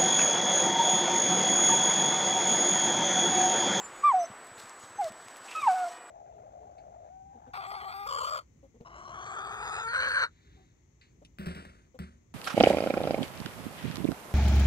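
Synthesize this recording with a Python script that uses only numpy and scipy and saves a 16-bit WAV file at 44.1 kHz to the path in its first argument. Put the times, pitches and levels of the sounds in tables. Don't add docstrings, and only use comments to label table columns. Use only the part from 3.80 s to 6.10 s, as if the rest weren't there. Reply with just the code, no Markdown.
import sys
import numpy as np
from scipy import signal
from scipy.fft import rfft, irfft, next_fast_len
from scipy.io import wavfile
from scipy.ndimage import uniform_filter1d, map_coordinates

SR = 44100
rng = np.random.default_rng(int(sys.argv[2]) if len(sys.argv) > 2 else 0)


def unload_audio(sound):
    columns = np.transpose(np.atleast_2d(sound))
    steps = np.round(np.clip(columns, -1, 1) * 32767)
    wavfile.write(sys.argv[1], SR, steps.astype(np.int16))


def volts_from_decibels(level):
    exponent = np.asarray(level, float) / 20
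    return 10 ** exponent


N = 101429
T = np.arange(N) / SR


def unit(x):
    return x / np.sqrt(np.mean(x ** 2) + 1e-20)


def along(points, hz):
    f, v = np.transpose(points)
    return np.interp(np.log(hz + 1), np.log(f + 1), v)


def track(tables, column):
    rows = np.concatenate(tables)
    return np.interp(T, rows[:, 0], rows[:, column])


def level(tables, column):
    total = np.zeros(N)
    for rows in map(np.asarray, tables):
        inside = np.minimum(T - rows[0, 0], rows[-1, 0] - T)
        edge = np.clip(1 + inside / .006, 0, 1)
        gain = volts_from_decibels(np.interp(T, rows[:, 0], rows[:, column]))
        total = np.maximum(total, gain * edge)
    return uniform_filter1d(total, size=90)


def wobble(rate):
    return map_coordinates(rng.standard_normal(1200), [T * rate])


def filtered(x, response):
    m = next_fast_len(N + 8192)
    return irfft(rfft(x, m) * response(np.fft.rfftfreq(m, 1 / SR)), m)[..., :N]


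def coloured(x, spectrum):
    return unit(filtered(x, lambda hz: volts_from_decibels(along(spectrum, hz))))


def resonant(x, peaks):
    def response(f):
        total = 0
        for k, (centre, width, db) in enumerate(peaks):
            damping = 1j * f * width
            total = total + (-1) ** k * volts_from_decibels(db) * damping / (centre * centre - f * f + damping)
        return total
    return unit(filtered(x, response))


def phase(hz):
    return 2 * np.pi * np.cumsum(hz) / SR


def dog_whine():
    # time in seconds, pitch in Hz, level in dB of the 1st, 2nd and 3rd harmonic.
    earlier_tail = [(0, 895, -32, -66, -74), (.012, 760, -51, -69.5, -75.5), (.03, 815, -61, -80.5, -88)]
    whine_rows = [
        [(0.222, 1161, -51.5, -73, -76.5), (0.232, 1137, -41.5, -76.5, -95), (0.24, 1155, -21.5, -48.5, -71),
         (0.248, 1191, -18, -41.5, -56.5), (0.278, 1176, -18, -41, -55), (0.294, 1130, -18.5, -42, -60.5),
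         (0.312, 1036, -24, -50.5, -56), (0.32, 973.5, -22, -50, -59), (0.326, 886, -28.5, -53, -81.5),
         (0.33, 814, -32.5, -57, -68), (0.335, 783, -29.5, -58, -70)],
        [(0.337, 768, -27.5, -60, -78.5), (0.345, 749.7, -19, -61, -60), (0.357, 743, -22, -47.5, -71.5),
         (0.367, 744.6, -23, -57, -87.5), (0.405, 698, -27, -57, -68), (0.415, 701.4, -27.5, -61, -80),
         (0.427, 682.4, -29.5, -65, -70), (0.433, 698.5, -31, -82, -86), (0.435, 689, -32.5, -64, -70),
         (0.443, 653.7, -31.5, -52, -72), (0.465, 704.6, -56, -68, -75)],
        [(1.18, 800, -58, -69, -74), (1.19, 822, -32, -67, -74), (1.198, 822, -27, -64, -68),
         (1.21, 815, -27, -55, -70), (1.22, 735, -28.5, -48, -54), (1.232, 699, -31, -61, -54),
         (1.246, 670, -34, -65, -60), (1.26, 651.6, -31.5, -55, -54), (1.28, 620, -36.5, -73, -76),
         (1.284, 614, -44, -46, -76), (1.295, 630, -52, -74, -57)],
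        [(1.748, 1265, -50, -60, -78), (1.753, 1276, -33.5, -49, -76), (1.765, 1284, -33, -43, -64),
         (1.792, 1270, -34, -41, -58), (1.803, 1251, -41, -43.5, -58), (1.81, 1244, -60, -46, -55),
         (1.815, 1232, -47, -62, -48), (1.821, 1200, -34, -43, -56), (1.826, 1171, -46.5, -40, -66),
         (1.83, 1155, -31, -40, -66), (1.838, 1135, -26, -43.5, -64), (1.85, 1080, -30, -44, -68),
         (1.857, 1058, -31, -66, -74), (1.869, 985, -23, -58, -66), (1.874, 920, -18, -52, -45),
         (1.88, 880, -17.5, -48, -46), (1.884, 805, -17, -38, -60), (1.889, 763, -21, -39, -53),
         (1.902, 752.5, -22, -38, -52), (1.932, 719, -27, -48, -66), (1.942, 731, -28, -63, -58),
         (1.946, 762.5, -28, -64, -72), (1.958, 750, -29.5, -41.5, -66), (1.982, 734.7, -31, -46, -55.5),
         (2.036, 723, -29.5, -45, -70), (2.044, 697, -30, -43, -65), (2.07, 701, -35.5, -55, -59),
         (2.076, 696, -32.5, -67, -75), (2.092, 665, -46, -78, -76)],
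    ]
    # time in seconds, frequency in Hz, level in dB.
    whistle_start = [(0.0, 7440, -50.5), (0.026, 7264, -50.5), (0.056, 7165, -42.5), (0.08, 7211, -58),
                     (0.124, 6920, -68.5), (0.132, 6780, -64), (0.198, 6930, -55), (0.24, 6760, -65.5),
                     (0.26, 6790, -78.5)]
    whistle_middle = [(.262, 6800, -77.5), (.31, 6800, -73), (.322, 6750, -57), (0.344, 6330, -66),
                      (.36, 6080, -62.5), (.386, 5770, -68), (.392, 6040, -56), (.4, 6030, -48.5),
                      (.418, 6054, -45), (.44, 6100, -60), (0.459, 6170, -44), (.472, 5850, -67),
                      (.51, 6160, -75)]
    whistle_end = [(0.741, 7000, -78), (0.758, 7000, -60), (.775, 7130, -60), (.795, 7270, -72),
                   (0.811, 7060, -68), (.838, 7025, -63), (.87, 7100, -77), (.95, 7100, -71),
                   (0.991, 7000, -67), (1.04, 6740, -57), (1.052, 6470, -77), (1.075, 6530, -64),
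                   (1.111, 6270, -72), (1.151, 6340, -71), (1.18, 6320, -58), (1.22, 6250, -74)]
    # time in seconds, level in dB.
    beat_rows = [(.23, -79), (.245, -63), (.29, -65.5), (.34, -72), (.36, -73), (.41, -70), (.44, -52.5),
                 (.455, -60), (.47, -85)]
    jitter = .001
    shimmer_db, overtone_shimmer_db = .2, 1.3
    fourth_db, octave_db = -11, -35

    voice = [earlier_tail, *whine_rows]
    pipe = [whistle_start, whistle_middle, whistle_end]
    voice_hz = uniform_filter1d(track(voice, column=1), size=200)
    pipe_hz = uniform_filter1d(track(pipe, column=1), size=200)
    low = phase(voice_hz * (1 + jitter * wobble(120)))
    high = phase(pipe_hz * (1 + jitter * wobble(48)))

    first = np.sin(low) * volts_from_decibels(shimmer_db * wobble(90))
    second = np.sin(2 * low) * volts_from_decibels(overtone_shimmer_db * wobble(60))
    upper = np.sin(3 * low) + volts_from_decibels(fourth_db) * np.sin(4 * low)
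    upper = upper * volts_from_decibels(overtone_shimmer_db * wobble(60))
    whistle = np.sin(high) + volts_from_decibels(octave_db) * np.sin(2 * high)

    sound = level(voice, column=2) * first
    sound += level(voice, column=3) * second
    sound += level(voice, column=4) * upper
    sound += level(pipe, column=2) * whistle
    sound += level([beat_rows], column=1) * np.sin(high - low)
    return np.sqrt(2) * sound


def echo(x):
    # frequency in Hz, time in seconds to fall by 60 dB.
    decay_times = [(500, 1.1), (1300, 1.0), (6000, .4)]
    delay_s = .025
    hz, t, z = signal.stft(rng.standard_normal(SR), SR, nperseg=256)
    decay = volts_from_decibels(-60 * t / along(decay_times, hz)[:, None])
    tail = signal.istft(z * decay, SR, nperseg=256)[1]
    late = np.pad(x, (round(delay_s * SR), 0))
    return signal.fftconvolve(late, tail / np.linalg.norm(tail))[:N]


def surroundings(dog):
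    # time in seconds, level in dB of what is sent to the echo.
    send_rows = [(0, -33.5), (1.0, -38), (1.7, -3), (1.83, -16.5), (1.9, -29.5), (2.3, -9)]
    return echo(level([send_rows], column=1) * dog)


def land_hum():
    # time in seconds, level in dB.
    hum_levels = [(0, -46.5), (.4, -48), (.8, -50), (1.1, -51), (1.5, -51), (1.9, -48), (2.3, -52)]
    # frequency in Hz, relative level in dB per Hz.
    hum_colour = [(40, -58), (120, -25), (250, -10.5), (430, -6), (700, -2.5), (1200, -1.5), (1900, -6.5),
                  (2700, -14.5), (5000, -22.5), (8600, -28), (15500, -39), (16000, -60)]
    patch_db = 1.1
    z = signal.stft(rng.standard_normal(N), nperseg=512)[2]
    field = uniform_filter1d(rng.standard_normal(z.shape), size=6, axis=0)
    field = uniform_filter1d(field, size=12, axis=1)
    noise = signal.istft(z * volts_from_decibels(patch_db * unit(field)), nperseg=512)[1][:N]
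    return level([hum_levels], column=1) * coloured(noise, hum_colour)


def rumble():
    # time in seconds, level in dB.
    rumble_levels = [(0, -58.5), (.45, -66), (.9, -67.5), (1.3, -64), (1.7, -71.5), (2.3, -69.5)]
    # frequency in Hz, relative level in dB per Hz.
    rumble_colour = [(15, -39), (30, -2.5), (90, -6.5), (200, -2.5), (310, -6.5), (365, 11.5), (430, -33.5),
                     (700, -37)]
    return level([rumble_levels], column=1) * coloured(rng.standard_normal(N), rumble_colour)


def camera_tone():
    tone_hz, tone_db = 7867.2, -56.5
    flips_per_s, first_flip_s, flip_s = 59.94, .0058, .00059
    swing = np.sin(np.pi * flips_per_s * (T - first_flip_s))
    sign = np.tanh(swing / (np.pi * flips_per_s * flip_s))
    return np.sqrt(2) * volts_from_decibels(tone_db) * sign * np.sin(2 * np.pi * tone_hz * T)


def side_hiss():
    # frequency in Hz, relative level in dB per Hz.
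    side_colour = [(100, -51.5), (300, -11), (1000, -13), (2500, -11), (6000, -12.5), (10000, -16.5),
                   (15500, -12)]
    return volts_from_decibels(-72.5) * coloured(rng.standard_normal(N), side_colour)


def rustle():
    # time in seconds, level in dB before the lift below.
    hiss_rows = [
        [(.1, -88.5), (.16, -74), (.22, -77), (.43, -86), (.6, -86), (.67, -70), (.76, -84), (.79, -60),
         (.84, -66), (.88, -68.5), (.97, -70.5), (1.04, -63), (1.08, -69.5), (1.18, -73), (1.24, -60),
         (1.295, -59), (1.31, -80), (1.4, -67.5), (1.5, -65.5), (1.6, -69.5), (1.66, -62), (1.84, -58),
         (2.0, -59), (2.12, -61.5), (2.18, -69)],
    ]
    # frequency in Hz, relative level in dB per Hz.
    hiss_colour = [(1760, -21), (3000, -2), (3170, -4), (4060, -3), (7280, -4), (8070, -8), (8580, -8.5),
                   (14700, -21.5), (15500, -32.5)]
    lift_db, flutter_db = 5, 1.4
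    grains_per_s, grain_db, grain_spread_db = 900, -5, 3
    chance, size = rng.random((2, N))
    grains = (chance < grains_per_s / SR) * rng.standard_normal(N)
    grains = grains * volts_from_decibels(-grain_spread_db * np.log(size + 0.00091))
    mix = rng.standard_normal(N) + volts_from_decibels(grain_db) * unit(grains)
    flutter = volts_from_decibels(lift_db + flutter_db * wobble(70))
    return flutter * level(hiss_rows, column=1) * coloured(mix, hiss_colour)


def grass_snaps():
    # start in seconds, peak level in dB.
    snap_rows = [(.163, -45), (.78, -44), (.803, -40), (1.322, -42), (1.469, -45), (1.484, -38),
                 (1.527, -44), (1.561, -37), (1.685, -39), (1.715, -35)]
    # resonance in Hz, width in Hz, relative level in dB.
    stalk = [(850, 250, -2), (2450, 350, 0), (3500, 400, -2)]
    contact_s = .0001
    snap = resonant(np.exp(-T / contact_s), stalk)[:SR // 20]
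    snap = snap / np.abs(snap).max()
    sound = np.zeros(N)
    for s, db in snap_rows:
        sound[round(s * SR):][:len(snap)] += volts_from_decibels(db) * snap
    return sound


def dry_ticks():
    # start in seconds, level in dB before the offsets below, ring frequency in Hz.
    tick_rows = [(0.1634, -48, 9600), (0.19, -49.5, 9870), (0.4324, -41, 10040), (0.6473, -48, 9270),
                 (0.67, -47, 10260), (.789, -51, 11500), (.838, -50, 6430), (0.803, -45.5, 10300),
                 (0.8695, -49.5, 12000), (0.8955, -39.5, 5800), (1.0005, -48, 9900), (1.2117, -43.5, 11550),
                 (1.282, -43.5, 8660), (1.322, -49, 9164), (1.4843, -45, 11170), (1.5612, -45.5, 10370),
                 (1.5695, -43.5, 11000), (1.58, -49, 9500), (1.8212, -42.5, 9650)]
    # frequency in Hz, filter gain in dB for the cracks.
    crack_colour = [(3500, -24), (5500, 0), (10000, -3), (15500, -13)]
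    ring_db, ring_t60_s, attack_s = -3, .006, .0004
    crack_db, crack_t60_s = 10, .0015
    rings, cracks, t = np.zeros(N), np.zeros(N), np.arange(SR // 20) / SR
    for s, db, hz in tick_rows:
        start = round(s * SR)
        envelope = volts_from_decibels(db + ring_db - 60 * t / ring_t60_s) * (1 - np.exp(-t / attack_s))
        rings[start:][:len(t)] += envelope * np.sin(2 * np.pi * hz * t)
        decay = volts_from_decibels(db + crack_db - 60 * t[:40] / crack_t60_s)
        cracks[start:][:40] += decay * rng.standard_normal(size=40)
    return rings + filtered(cracks, lambda hz: volts_from_decibels(along(crack_colour, hz)))


def microphone_thumps():
    # start in seconds, level in dB before the filter, time constant of the push in seconds.
    thump_rows = [(.503, -46, .001), (.718, -54, .0024), (.778, -59, .002), (.838, -55, .0015),
                  (1.036, -56, .002), (1.105, -57, .003), (1.156, -58, .0022), (1.246, -56, .003),
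                  (1.305, -47, .0007), (1.462, -57, .002), (1.609, -61, .0014), (1.826, -58, .0018)]
    # frequency in Hz, gain in dB.
    push_response = [(15, -34.5), (55, -2.5), (220, 8), (500, -13)]
    rebound_s, rebound_db = .009, -3
    pushes, t = np.zeros(N), np.arange(SR // 20) / SR
    for s, db, length in thump_rows:
        u = t / length
        push = np.e * u * (2 - u) * np.exp(-u)
        for late, loss_db in (0, 0), (rebound_s, rebound_db):
            pushes[round((s + late) * SR):][:len(t)] += volts_from_decibels(db + loss_db) * push
    return filtered(pushes, lambda hz: volts_from_decibels(along(push_response, hz)))


def grass_scuff():
    # time in seconds, level in dB.
    scuff_rows = [(.775, -70), (.781, -55), (.788, -63), (.8, -51), (.808, -65), (.82, -57), (.84, -60),
                  (.858, -72)]
    # centre in Hz, width in Hz, relative level in dB.
    scuff_band = [(4100, 1300, 0)]
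    flutter = volts_from_decibels(3.5 * wobble(250))
    return level([scuff_rows], column=1) * flutter * resonant(rng.standard_normal(N), scuff_band)


def faint_notes():
    # start in seconds, end in seconds, frequency in Hz, level in dB.
    note_rows = [(2.115, 2.19, 1868, -59), (2.21, 2.27, 1906, -63), (2.092, 2.098, 5600, -58),
                 (1.64, 1.665, 7350, -64)]
    notes = np.zeros(N)
    for start, end, hz, db in note_rows:
        sine = np.sin(phase(hz * (1 + 0.0026 * wobble(12))))
        notes += level([[(start, db), (end, db)]], column=1) * sine
    return np.sqrt(2) * notes


def dog_huff():
    # time in seconds, level in dB.
    huff_rows = [(1.672, -64), (1.684, -48), (1.7, -47), (1.706, -53), (1.716, -42.5), (1.733, -46),
                 (1.739, -56), (1.77, -62)]
    # resonance in Hz, width in Hz, relative level in dB.
    muzzle = [(900, 300, -12), (1600, 250, -6), (2600, 330, 1), (3500, 900, -14)]
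    flutter = volts_from_decibels(3.5 * wobble(180))
    return level([huff_rows], column=1) * flutter * resonant(rng.standard_normal(N), muzzle)


def lamb():
    # time in seconds, pitch in Hz, level in dB.
    bleat_rows = [(2.09, 498, -70), (2.12, 497, -62), (2.2, 490, -63), (2.3, 481, -67)]
    # multiple of the pitch, relative level in dB.
    harmonics = [(1, 0), (2, 1), (3, -2), (5, -3), (6, -4)]
    turn = phase(track([bleat_rows], column=1) * (1 + 0.0034 * wobble(20)))
    tone = sum(volts_from_decibels(db + 1.1 * wobble(26.7)) * np.sin(k * turn) for k, db in harmonics)
    return np.sqrt(2) * level([bleat_rows], column=2) * tone


def scene():
    dog = dog_whine() + dog_huff()
    lean_db = 0.35
    middle = surroundings(dog) + land_hum() + rumble() + camera_tone()
    middle += rustle() + grass_snaps() + dry_ticks() + microphone_thumps() + grass_scuff()
    middle += faint_notes() + lamb()
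    side = side_hiss()
    return dog * volts_from_decibels([[-lean_db], [lean_db]]) + middle + np.array([side, -side])


def band_limit(x):
    return signal.sosfilt(signal.butter(12, 15670, fs=SR, output="sos"), x)


def record(dry):
    mix = filtered(dry, lambda hz: hz < 15600)
    return band_limit(mix)


dry = scene()
out = record(dry)
unload_audio(out)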